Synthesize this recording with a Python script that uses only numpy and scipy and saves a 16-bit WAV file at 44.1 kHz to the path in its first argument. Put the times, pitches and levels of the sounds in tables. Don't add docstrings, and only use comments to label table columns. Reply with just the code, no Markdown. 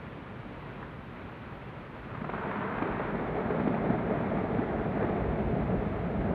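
import sys
import numpy as np
from scipy import signal
from scipy.fft import rfft, irfft, next_fast_len
from scipy.io import wavfile
from scipy.ndimage import map_coordinates

SR = 44100
rng = np.random.default_rng(int(sys.argv[2]) if len(sys.argv) > 2 else 0)


def convert_level_to_amplitude(level_db):
    exponent = np.asarray(level_db, float) / 20
    return 10 ** exponent


def waveform_to_disk(signal):
    frames = np.transpose(np.atleast_2d(signal))
    scaled = np.clip(frames, -1, 1) * 32767
    samples = np.round(scaled).astype(np.int16)
    wavfile.write(sys.argv[1], SR, samples)


N = 279594

# frequency in Hz, level in dB per Hz.
HISS_COLOUR = [(3000, -18.5), (4800, 1.5), (6000, -3), (7600, -7.5), (9500, -6), (10500, -10),
               (11800, -7.5), (15000, -3.5), (16500, -36)]
# frequency in Hz, gain in dB.
MICROPHONE = [(18, -10.5), (32, -8.5), (42, -2), (2550, 1.5), (2800, -1), (3600, 2), (4500, 0), (4900, -3),
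              (6500, -34)]
# frequency in Hz, level in dB per Hz.
FALLS_COLOUR = [(13, -44), (22, -13.5), (48, -1.5), (80, -2.5), (131, 1), (268, -5), (327, -7.5), (374, -8),
                (854, -15), (934, -13.5), (1250, -15), (2790, -25.5), (4550, -44), (5920, -75),
                (10000, -120)]
# frequency in Hz, time to fall by 60 dB in seconds.
VALLEY_DECAY = [(60, 0.97), (500, 0.93), (4000, 0.64)]

# frequency in Hz, level in dB per Hz.
BOOM_COLOUR = [(13, -39.5), (22, -21.5), (49, 3), (65, 2.5), (92, -7), (105, -0.5), (140, -23.5),
               (230, -120)]
THUD_COLOUR = [(62, -38), (105, -5.5), (210, 1), (320, -9), (420, -38.5), (700, -120)]
HEAP_COLOUR = [(62, -34.5), (105, -3.5), (124, -4), (205, 0), (285, -9), (320, -14.5), (420, -39.5),
               (700, -120)]
TUMBLE_COLOUR = [(190, -44.5), (320, -2.5), (440, 1), (495, -5.5), (674, -2.5), (840, -10.5), (880, -12.5),
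                 (1140, -33), (1940, -120)]
CLATTER_COLOUR = [(520, -33), (880, 0), (1060, -1.5), (1480, -4), (1810, -9), (2110, -11.5), (3410, -28),
                  (4550, -46), (5920, -80), (10000, -120)]
SPRAY_COLOUR = [(520, -33), (880, 0), (1010, -2), (1270, -2.5), (2140, -9.5), (2790, -23), (3500, -27.5),
                (4550, -45), (5920, -69.5), (10000, -120)]
# frequency in Hz, level in dB per Hz.
CRUSH_COLOUR = [(120, -120), (250, -27), (500, -7), (1000, -2.5), (1600, -7), (2100, -16), (2800, -43.5),
                (5000, -120)]
ICE_COLOUR = [(700, -120), (1500, -28.5), (2200, -5), (2700, -9.5), (3500, -20), (4500, -29.5), (5200, -58),
              (7000, -120)]

# time in seconds, flow in dB, heft from 0 (small dry pieces) to 1 (heavy wet masses).
FLOW = [(2.37, -40, 0.03), (2.6, -37.5, 0.2), (2.7, -39, .1), (2.95, -37, .2), (3.13, -37, .25),
        (3.4, -34, .3), (3.6, -35, .35), (3.9, -34, .4), (4.3, -33.5, .45), (4.75, -35.5, .55),
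        (5.05, -33, 0.5), (5.36, -35.5, 0.7), (5.7, -35, .9), (6.0, -36.5, .95), (6.34, -34.5, 0.9)]
# time in seconds, gain in dB.
FRONT = [
    (2.0, -30),
    (2.08, -13),
    (2.27, -9),
    (2.32, -5),
    (2.38, 0),
]
# time in seconds, lift of the boom in dB.
SLABS = [(2.63, 8.5), (2.78, 11), (2.92, 6.5), (3.85, 3.5), (4.18, 4.5), (4.45, 4.5), (4.78, 8), (4.9, 8),
         (5.08, 6.5), (5.22, 8.5), (5.29, 9.5), (5.48, 10.5), (5.62, 6), (5.79, 7), (6.0, 7), (6.2, 6.5),
         (6.3, 6.5)]
# start in seconds, peak in dB, thud pitch in Hz, crushed snow in dB against the peak.
LEADERS = [(0.826, -36, 300, -2), (2.111, -32, 113, -10), (2.146, -33, 178, -2), (2.17, -28, 130, -14),
           (2.212, -23, 199, -13), (2.243, -31, 205, -2), (2.261, -29, 160, -12), (2.291, -25, 400, -6),
           (2.334, -27, 420, -6), (2.345, -25, 190, -11), (2.434, -31, 410, -5), (2.551, -28, 415, -10),
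           (2.818, -17.5, 300, -12), (3.147, -20, 230, -13), (3.501, -21, 420, -13)]
# start in seconds, peak in dB, thud pitch in Hz, crush in dB.
BLOCKS = [(2.378, -26.5, 458, -3.5), (2.467, -27, 426, -1), (2.605, -23, 382, -12.5), (2.719, -28, 206, -7),
          (2.775, -28.5, 251, -15), (3.221, -22, 232, -13), (3.452, -28, 148, -11.5),
          (3.544, -16.5, 448, -16.5), (3.595, -13, 219, -13), (3.651, -19.5, 254, -22.5),
          (3.671, -12, 282, -14), (3.739, -18.5, 610, -9), (3.776, -23, 194, -8),
          (3.828, -17.5, 192, -22.5), (3.897, -10.5, 217.5, -14), (4.074, -25.5, 760, -10),
          (4.117, -20.5, 259, -14), (4.367, -21, 231, -9.5), (4.586, -13, 239, -15.5),
          (4.789, -22, 673, -11.5), (4.856, -24.5, 146.3, -15.5), (5.004, -16.5, 543, -16.5),
          (5.019, -14.5, 451, -13), (5.049, -22.5, 674, -13.5), (5.084, -17, 223, -16),
          (5.351, -22.5, 597, -9), (5.534, -18.5, 190, -24), (5.749, -18.5, 195, -22.5),
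          (6.208, -21, 142.4, -15), (6.301, -20, 131.4, -22.5)]


def unit(x):
    return x / np.sqrt(np.mean(x ** 2) + 1e-20)


def along(points, hz):
    f, v = np.transpose(points)
    return np.interp(np.log(hz + 1), np.log(f + 1), v)


def curves(rows):
    s, *columns = np.transpose(rows)
    return [np.interp(np.arange(N) / SR, s, c) for c in columns]


def wobble(rate):
    return map_coordinates(rng.standard_normal(N // 100), [np.arange(N) * rate / SR])


def coloured(x, spectrum):
    m = next_fast_len(N + 8192)
    gain = convert_level_to_amplitude(along(spectrum, np.fft.rfftfreq(m, 1 / SR)))
    return irfft(rfft(x, m) * gain, m)[:N]


def hiss():
    hz, t, z = signal.stft(coloured(rng.standard_normal(N), HISS_COLOUR), SR, nperseg=2048)
    flicker = 0.5 * wobble(6)[::1024] + 1.1 * wobble(35)[::1024]
    drift_hz = np.interp(t, [0, 1.5, 3, 4, 6.3], [800, 1300, 900, -100, 300])
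    reach_hz = 850 * np.resize(flicker, len(t)) + drift_hz
    ragged_hz = 800 * np.repeat(rng.standard_normal((65, len(t))), 16, axis=0)[:len(hz)]
    edge_hz = 12000
    kept = (hz[:, None] < edge_hz) | (hz[:, None] + ragged_hz < edge_hz + reach_hz)
    noise = signal.istft(z * kept, SR, nperseg=2048)[1][:N]
    return convert_level_to_amplitude(-81.5) * unit(noise)


def waterfalls():
    drift = convert_level_to_amplitude(0.25 * wobble(5) + 0.37 * wobble(11) + 0.56 * wobble(40))
    return convert_level_to_amplitude(-42) * unit(coloured(drift * rng.standard_normal(N), FALLS_COLOUR))


def bumps(rows, half_s):
    t = np.arange(0, N + 64, 64) / SR
    lift = sum(db * np.exp(-((t - s) / half_s) ** 2) for s, db in rows)
    return np.interp(np.arange(N) / SR, t, lift)


def levels(cloud_s):
    flow_db, heft = curves(FLOW)
    surge_s, surge_db_per_db, surge_from_db = 0.03, 0.33, -24
    surges = [(s + surge_s / 2, surge_db_per_db * max(db - surge_from_db, 0))
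              for s, db, *_ in [*BLOCKS, *LEADERS]]
    surge_db = bumps(surges, surge_s)
    boom_db = flow_db - 14.5 + 11 * heft + bumps(SLABS, half_s=0.03)
    thud_db = flow_db - 2 + 4.5 * heft + surge_db
    tumble_db = flow_db - 0.15 - 0.73 * heft + 0.47 * surge_db
    steadier_db = flow_db.mean() + 0.65 * (flow_db - flow_db.mean())
    clouded = np.arange(N) / SR > cloud_s
    clatter_db = steadier_db - 1 - 6.5 * heft - 5 * clouded + 0.2 * surge_db
    return boom_db, thud_db, tumble_db, clatter_db


def hail(per_s, spread_db, life_s, echo):
    when, size = rng.random((4000, 2)).T
    struck = np.cumsum(-np.log(1 - when) / per_s) * SR
    power = convert_level_to_amplitude(2 * spread_db * np.minimum(-np.log(1 - size), 2.2))
    heard = struck < N
    spikes = np.bincount(struck[heard].astype(int), power[heard], N)
    u = np.arange(SR // 8) / SR / life_s
    swell = np.abs(signal.fftconvolve(spikes, u * np.exp(-u))[:N])
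    return (swell / swell.mean() + echo) / (1 + echo)


def slide():
    cloud_s = 3.11
    heap_s = 5.0
    shared = hail(per_s=65, spread_db=0.5, life_s=0.0062, echo=1.4)
    boom_db, thud_db, tumble_db, clatter_db = levels(cloud_s)

    def debris(colour, part, life_s, echo):
        own = hail(per_s=42, spread_db=4.5, life_s=life_s, echo=echo)
        power = part * shared + (1 - part) * own
        return unit(coloured(np.sqrt(power) * rng.standard_normal(N), colour))

    t = np.arange(N) / SR
    heaped = np.clip((t - heap_s) / 0.54 + 0.5, 0, 1)
    muffled = np.clip((t - cloud_s) / 0.012, 0, 1)
    boom = debris(BOOM_COLOUR, 0.13, 0.032, 6.4)
    thud = np.sqrt(1 - heaped) * debris(THUD_COLOUR, 0.17, 0.005, 6.9)
    thud += np.sqrt(heaped) * debris(HEAP_COLOUR, 0.57, 0.006, 6.2)
    tumble = debris(TUMBLE_COLOUR, 0.68, 0.0024, 0.76)
    clatter = np.sqrt(1 - muffled) * debris(CLATTER_COLOUR, 0.24, 0.0016, 4.0)
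    clatter += np.sqrt(muffled) * debris(SPRAY_COLOUR, 0.23, 0.0041, 5.6)
    mass = convert_level_to_amplitude(boom_db) * boom + convert_level_to_amplitude(thud_db) * thud + convert_level_to_amplitude(tumble_db) * tumble + convert_level_to_amplitude(clatter_db) * clatter
    return convert_level_to_amplitude(curves(FRONT)[0]) * mass


def valley(x, wet_db):
    hz, t, z = signal.stft(rng.standard_normal(SR), SR, nperseg=512)
    decay = convert_level_to_amplitude(-60 * t / along(VALLEY_DECAY, hz)[:, None])
    tail = signal.istft(z * decay, SR, nperseg=512)[1]
    return x + convert_level_to_amplitude(wet_db) * signal.fftconvolve(x, tail / np.linalg.norm(tail))[:N]


def blocks(table, thud_db, grit_db, ice_db):
    thuds, crush, ice = np.zeros((3, N + SR))
    t = np.arange(SR // 16) / SR
    puff = t * np.exp(-t / 0.0035)
    late = np.exp(-((t - 0.009) / 0.003) ** 2)
    for s, db, hz, crush_db in table:
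        start = round(s * SR)
        u = t * hz / 0.55
        thud = u * u * np.exp(-u) * np.sin(2 * np.pi * hz * t)
        thuds[start + SR // 400:][:len(t)] += convert_level_to_amplitude(db + thud_db) * thud
        snow_grit, ice_grit = rng.standard_normal((2, len(t)))
        broken_db = db + crush_db + grit_db
        crush[start:][:len(t)] += convert_level_to_amplitude(broken_db) * unit(puff * snow_grit)
        brittle_db = 0.5 * min(db + 24.5, 6)
        ice[start:][:len(t)] += convert_level_to_amplitude(broken_db + ice_db + brittle_db) * unit(late * ice_grit)
    blows = thuds[:N] + coloured(crush[:N], CRUSH_COLOUR) + coloured(ice[:N], ICE_COLOUR)
    return valley(blows, wet_db=-12.5)


def scene():
    leaders = blocks(LEADERS, thud_db=2, grit_db=4, ice_db=-13)
    large = blocks(BLOCKS, thud_db=-1.0, grit_db=-4, ice_db=-12.5)
    return (waterfalls() + slide() + leaders + large)[None]


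def roll_off(x):
    return signal.sosfilt(signal.butter(12, 15000, fs=SR, output="sos"), x)


def record(dry):
    ceiling = 0.18
    heard = dry[0] / (1 + np.abs(dry[0] / ceiling) ** 4) ** (1 / 4)
    mix = coloured(heard, MICROPHONE) + hiss()
    return roll_off(mix[None])


dry = scene()
out = record(dry)
waveform_to_disk(out)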